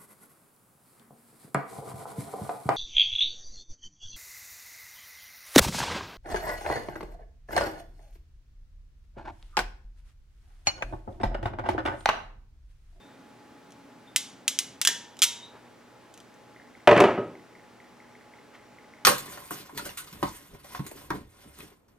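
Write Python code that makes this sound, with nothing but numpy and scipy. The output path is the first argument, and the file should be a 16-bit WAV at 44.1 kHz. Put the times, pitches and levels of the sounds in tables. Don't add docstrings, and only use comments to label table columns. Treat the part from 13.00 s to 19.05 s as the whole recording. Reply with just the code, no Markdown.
import sys
import numpy as np
from scipy import signal
from scipy.fft import rfft, irfft, next_fast_len
from scipy.io import wavfile
from scipy.ndimage import map_coordinates

SR = 44100
rng = np.random.default_rng(int(sys.argv[2]) if len(sys.argv) > 2 else 0)


def store_pcm(level_fs):
    pcm = np.round(np.clip(level_fs, -1, 1) * 32767).astype(np.int16)
    wavfile.write(sys.argv[1], SR, np.atleast_2d(pcm).T)


N = 266760
T = np.arange(SR) / SR

# start in seconds, strength in dB, brightness in dB per octave.
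TOOTH_SNAPS = [(1.1612, 8, 3), (1.4797, 6.5, 1.5), (1.589, 4, 2), (1.815, 4.5, 1.66)]
TOOTH_RING_DB = -35
# start in seconds, strength in dB.
JAW_CLOSINGS = [(1.8506, 5.5), (1.8732, 12)]
CLOSE_RING_DB, CLOSE_TILT_DB, JAW_DB = -40, 1.5, -23.5
STOP_S, STOP_DB, STOP_JAW_DB = 1.887, -12, -20.5
OPEN_S, OPEN_DB, RATTLE_GAP_S, RATTLE_BRIGHTEN_DB = 2.2192, 7, .0053, .6
OPEN_RING_DB, OPEN_TILT_DB = -35.5, 0.66
# start in seconds, strength in dB.
LIGHT_TICKS = [(0.706, -35), (0.721, -33), (2.169, -28.5), (2.191, -17), (3.14, -27.5), (3.176, -28),
               (3.202, -29.5), (3.341, -39)]
TICK_RING_DB, TICK_TILT_DB = -30, 0.5
# frequency in Hz, relative level in dB, t60 in seconds before damping.
FRAME_MODES = [(2035, -6.5, .22), (2145, -7, .22), (2950, -2, .2), (3220, 4.5, 0.0677), (3400, -7.5, 0.076),
               (3640, -6, 0.15), (3920, -3, .2), (4620, -6, 0.085), (5730, -1, .12), (5988, -12.5, 0.44),
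               (6460, -1.5, .08), (7055, -4.5, .08), (8070, -2, .11), (10075, -4.5, 0.088)]
# frequency in Hz, relative level in dB, t60 in seconds before damping.
JAW_MODES = [(1640, 6, 0.053), (1793, -2, 0.18), (1856, -3, .2), (2980, -4.5, .14), (3380, 13, .04),
             (3350, 5, .05), (5870, 5.5, 0.065), (5700, -14.5, 0.69), (6840, 5, .05)]
# frequency in Hz, relative density in dB per Hz, before any tilt.
CRACK_COLOUR = [(100, -33.5), (600, -28.5), (1200, -8.5), (2000, -6), (3200, 2.5), (4300, -4), (6200, 1),
                (8000, -3.5), (10000, -8), (12000, -9), (14500, -15), (16300, -30)]

# start in seconds, level in dB, frequency in Hz, t60 in seconds.
SPRING_TONES = [(0.0, -57, 3630, 0.58), (1.071, -51.5, 3600, 0.19), (1.162, -43, 3680, 0.41),
                (2.222, -32.5, 3700, 0.57), (2.425, -41.5, 3810, 0.28)]
SPRING_WAVER_HZ = 99.7
COIL_HZ, COIL_DB, COIL_T60_S = 948, -49, 1.2

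# start in seconds, strength in dB,
# steel clack of the first contact against the thump in dB, frequency that the spot favours in Hz.
BENCH_LANDINGS = [(3.8737, 16, -24, 577), (3.912, 11, -33, 680), (3.9633, 6.5, -39, 390),
                  (3.976, 10, -35, 380), (4.003, 11, -12, 517), (4.039, 7.5, -27, 390),
                  (4.083, 0, -44, 394), (4.1776, -1.5, -48, 420)]
# delay in seconds, level in dB,
# brightness in dB per octave before dulling.
CONTACTS = [(0, -2, 2.5), (.0039, 0.5, -.5), (.0165, -5.5, 0.5)]
CLACK_LOSS_DB = 8
SOFT_BELOW_DB, DULLING = 4.5, 0.99
BOARD_DB, SPOT_DB = -23.5, 7.5
# frequency in Hz, relative level in dB, t60 in seconds before damping.
BENCH_MODES = [(115.5, -1, .55), (196.6, -4.5, 0.44), (308.8, -6, 0.3), (351, 3.5, 0.2), (382.7, 4, 0.29),
               (420, -2.5, 0.28), (449, -1, 0.3), (520, -12, 0.42), (591, 3.5, 0.33), (654, 0, 0.17),
               (724, 4.5, 0.19), (962, -3.5, 0.27), (1050, -4, 0.25), (1208, -3, 0.18), (1268, -3, 0.47),
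               (1963, -9, 0.32), (2910, -10, 0.13)]
# frequency in Hz, relative density in dB per Hz, before any tilt.
KNOCK_COLOUR = [(25, -26.5), (55, -32), (100, -15), (220, -5), (390, 1.5), (640, 0), (900, -3.5),
                (1400, -8), (2000, -12.5), (3000, -17.5), (4200, -32), (8000, -46), (15000, -62.5)]

# start in seconds, frequency in Hz.
FAINT_PIPS = [(3.5615, 2040), (3.5976, 1830), (3.7504, 2093), (4.352, 2090), (4.5513, 2050), (4.801, 2066),
              (5.001, 2070), (5.1517, 2056), (5.336, 2070), (5.5516, 2070), (5.7846, 2060), (5.9359, 2080)]
PIP_DB, PIP_HALF_S = -42.5, 0.0013
STUTTER_GAP_S, STUTTER_LOSS_DB, STUTTER_SAG_HZ = .047, 6, 70

# centre in seconds, level in dB, scale frequency in Hz,
# Gaussian half length in seconds.
FINGER_RUBS = [(1.72, -60, 200, .09), (2.56, -51, 800, 0.031), (2.667, -54, 653, .025),
               (5.552, -52, 1560, 0.019)]
# frequency in Hz, relative density in dB per Hz.
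AIR_COLOUR = [(20, -27.5), (45, -22.5), (65, -13), (85, -16.5), (120, -8), (160, -8), (240, -2), (400, -4),
              (800, -8), (1500, -10.5), (3000, -19), (7000, -26.5), (11500, -34), (15000, -60)]
# frequency in Hz, rms level of the steady tone in dB.
HUM_LINES = [(120, -71), (241, -67.5), (840, -65)]
# frequency in Hz, t60 in seconds.
ROOM_DECAY = [(100, .7), (400, 0.57), (1200, .48), (3500, .46), (7000, 0.39), (11000, 0.29), (16000, 0.096)]
# frequency in Hz, relative density in dB per Hz.
HISS_COLOUR = [(15, -43), (25, -14.5), (257, -1.5), (335, -3), (462, -2), (604, -4.5), (1630, -14),
               (2020, -13), (2850, -19.5), (15000, -31)]
TOP_HZ = 16300


def ratchet(rattle_count=5):
    out = np.zeros((2, N))
    for s, db, tilt_db in TOOTH_SNAPS:
        add(out, s, amp(db) * snap(TOOTH_RING_DB, tilt_db))

    for s, db in JAW_CLOSINGS:
        closing = snap(CLOSE_RING_DB, CLOSE_TILT_DB) + amp(JAW_DB) * jaws()
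        add(out, s, amp(db) * closing)

    blow = burst(t60=0.027, spike_db=-0.5) + room_tail(wet_db=-12.5, build_s=.006)
    thump = coloured(blow, KNOCK_COLOUR, tilt_db=-3.5)
    add(out, STOP_S, amp(STOP_DB) * thump + amp(STOP_JAW_DB) * jaws())

    for k in range(rattle_count):
        tilt_db = OPEN_TILT_DB + k * RATTLE_BRIGHTEN_DB
        add(out, OPEN_S + k * RATTLE_GAP_S, amp(OPEN_DB) * snap(OPEN_RING_DB, tilt_db))

    for s, db in LIGHT_TICKS:
        add(out, s, amp(db) * snap(TICK_RING_DB, TICK_TILT_DB))
    return low_cut(out, hz=120)


def snap(ring_db, tilt_db):
    contact = burst(t60=.014, spike_db=-8)
    nearby = amp(-5) * burst(t60=0.081, spike_db=-30)
    tail = room_tail(wet_db=-12.5, build_s=0.0064)
    crack = coloured(contact + nearby + tail, CRACK_COLOUR, tilt_db)
    frame = in_room(ring(FRAME_MODES, damping=1.3, scatter_db=2), wet_db=-9, build_s=.003)
    return crack + amp(ring_db) * frame


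def jaws():
    swell = 1 - np.exp(-T / 0.00053)
    modes = ring(JAW_MODES, damping=1.6, scatter_db=2)
    return in_room(swell * modes, wet_db=-10, build_s=.006)


def spring():
    out = np.zeros((2, N))
    for s, db, hz, t60 in SPRING_TONES:
        add(out, s, amp(db) * sing(hz, SPRING_WAVER_HZ, t60))
    for s in (JAW_CLOSINGS[-1][0], OPEN_S):
        add(out, s, amp(COIL_DB) * sing(COIL_HZ, waver_hz=4.1, t60=COIL_T60_S))
    return out


def sing(hz, waver_hz, t60):
    pitch = hz + waver_hz * noise(lambda f: 1 / (1 + (f / 250) ** 2), SR)
    tone = np.sin(2 * np.pi * np.cumsum(pitch) / SR)
    onset = 1 - np.exp(-T / .003)
    return tone * fade(t60) * onset


def bench():
    out = np.zeros((2, N))
    for s, db, clack_db, spot_hz in BENCH_LANDINGS:
        dull_db = DULLING * max(SOFT_BELOW_DB - db, 0)
        for k, (delay_s, part_db, tilt_db) in enumerate(CONTACTS):
            blow = bench_blow(clack_db - k * CLACK_LOSS_DB, tilt_db - dull_db, spot_hz)
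            add(out, s + delay_s, amp(db + part_db) * blow)
    return low_cut(out, hz=86.0)


def bench_blow(clack_db, tilt_db, spot_hz):
    thud = burst(t60=.03, spike_db=-10) + room_tail(wet_db=-6.5, build_s=0.004)
    knock = coloured(thud, KNOCK_COLOUR, tilt_db)
    steel = burst(t60=0.0137, spike_db=-12) + room_tail(wet_db=-13.5, build_s=0.0022)
    clack = coloured(steel, CRACK_COLOUR, tilt_db=0.0)

    modes = []
    for hz, db, t60 in BENCH_MODES:
        octaves = np.log2(hz / spot_hz)
        modes.append((hz, db + SPOT_DB * np.exp(-(octaves / 0.358) ** 2), t60))
    board = in_room(ring(modes, damping=1.65, scatter_db=2.5), wet_db=-23.0, build_s=0.0083)
    return knock + amp(clack_db) * clack + amp(BOARD_DB) * board


def pips(count=3):
    out = np.zeros((2, N))
    for s, hz in FAINT_PIPS:
        gap_s = STUTTER_GAP_S * rng.uniform(.75, 1.25)
        for k in range(count):
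            envelope = np.exp(-((T - .0022) / PIP_HALF_S) ** 2)
            pip = envelope * np.sin(2 * np.pi * (hz - k * STUTTER_SAG_HZ) * T)
            heard = in_room(pip, wet_db=-6.5, build_s=0.0019)
            add(out, s + k * gap_s, amp(PIP_DB - k * STUTTER_LOSS_DB) * heard)
    return out


def fingers():
    now = np.arange(N) / SR
    out = np.zeros(N)
    for s, db, hz, half_s in FINGER_RUBS:
        rub = noise(lambda f: f / hz / (1 + (f / hz) ** 3), N)
        out += amp(db) * np.exp(-((now - s) / half_s) ** 2) * rub
    return out


def background():
    now = np.arange(N) / SR
    air = amp(-56) * noise(lambda f: amp(along(AIR_COLOUR, f)), N)
    hum = np.zeros(N)
    for hz, db in HUM_LINES:
        tone = np.sqrt(2) * np.sin(2 * np.pi * hz * now)
        hum += amp(db) * (tone + 0.36 * band(hz, 22, N))
    drone_db = np.interp(now, [0, 1.7, 2.6], [-61, -61, -78])
    drone = band(278, 35, N) + amp(-1.5) * band(230, 170, N)
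    whine = amp(-82.0) * np.interp(now, [3.5, 3.7], [0, 1]) * band(5600, 35, N)
    return air + hum + amp(drone_db) * drone + whine


def burst(t60, spike_db):
    chatter = rng.standard_normal(SR) * fade(t60)
    spike = np.arange(SR) == SR // 2000
    push = chatter / np.linalg.norm(chatter) + amp(spike_db) * spike
    return push / np.linalg.norm(push)


def ring(modes, damping, scatter_db):
    out = np.zeros(SR)
    for hz, db, t60 in modes:
        strength, sign = rng.standard_normal(2)
        wave = np.sign(sign) * np.sin(2 * np.pi * hz * T)
        out += amp(db + scatter_db * strength) * wave * fade(t60 / damping)
    return out / np.linalg.norm([amp(db) for _, db, _ in modes])


def coloured(x, colour, tilt_db, uneven_db=2.6):
    hz = np.fft.rfftfreq(SR, 1 / SR)
    bumps = map_coordinates(rng.standard_normal(400), [hz / 70], mode="nearest")
    crowd = bumps * hz / (hz + 1200)
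    level_db = along(colour, hz) + tilt_db * np.log2(hz + 100) + uneven_db * crowd
    cepstrum = irfft(np.log(amp(level_db)), SR)
    cepstrum[1:SR // 2] *= 2
    cepstrum[SR // 2 + 1:] = 0
    response = irfft(np.exp(rfft(cepstrum)), SR)[:SR // 10]
    return signal.fftconvolve(x, response[None] / np.linalg.norm(response), axes=1)[:, :SR]


def room_tail(wet_db, build_s):
    hz, t, spectra = signal.stft(rng.standard_normal((2, SR)), SR, nperseg=256)
    decay = amp(-60 * t / along(ROOM_DECAY, hz)[:, None])
    tails = signal.istft(spectra * decay, SR, nperseg=256)[1][:, :SR]
    tails = tails * (1 - np.exp(-T / build_s))
    common, apart = tails / np.linalg.norm(tails[0])
    return amp(wet_db) * diffuse(common, apart, apart_db=-6)


def in_room(sound, wet_db, build_s):
    return sound + signal.fftconvolve(sound[None], room_tail(wet_db, build_s), axes=1)[:, :SR]


def diffuse(common, apart, apart_db):
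    side = filtered(apart, lambda f: amp(apart_db) * (f + 500) / (f + 6000))
    return common + np.array([side, -side])


def at_ports(sound, lag_s=2.6e-5):
    return filtered(sound, lambda f: np.exp(1j * np.pi * f * lag_s * np.array([[-1], [1]])))


def low_cut(x, hz):
    return signal.sosfilt(signal.butter(4, hz, "high", fs=SR, output="sos"), x)


def noise(gain, size):
    return unit(filtered(rng.standard_normal(size), gain))


def band(hz, width_hz, size):
    return noise(lambda f: 1 / (1 + (2 * (f - hz) / width_hz) ** 4), size)


def filtered(x, response):
    n = x.shape[-1]
    m = next_fast_len(n + SR // 4)
    return irfft(rfft(x, m) * response(np.fft.rfftfreq(m, 1 / SR)), m)[..., :n]


def fade(t60):
    return np.exp(-np.log(1000) * T / max(t60, 1e-4))


def along(points, hz):
    f, v = np.transpose(points)
    return np.interp(np.log(hz + 1), np.log(f + 1), v)


def amp(db):
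    return 10 ** (np.asarray(db) / 20)


def unit(x):
    return x / np.sqrt(np.mean(x ** 2) + 1e-20)


def add(track, s, sound):
    start = max(round(s * SR), 0)
    part = sound[..., :max(N - start, 0)]
    track[:, start:start + part.shape[-1]] += part


def scene():
    tool = ratchet() + spring() + bench()
    return at_ports(tool + pips() + fingers() + background())


def record(dry):
    hiss = np.array([noise(lambda f: amp(along(HISS_COLOUR, f)), N) for _ in dry])
    x = dry + amp(-59.5) * hiss
    x = x / (1 + np.abs(x / .97) ** 6) ** (1 / 6)
    return filtered(x, lambda hz: hz < TOP_HZ)


dry = scene()
out = record(dry)
store_pcm(out)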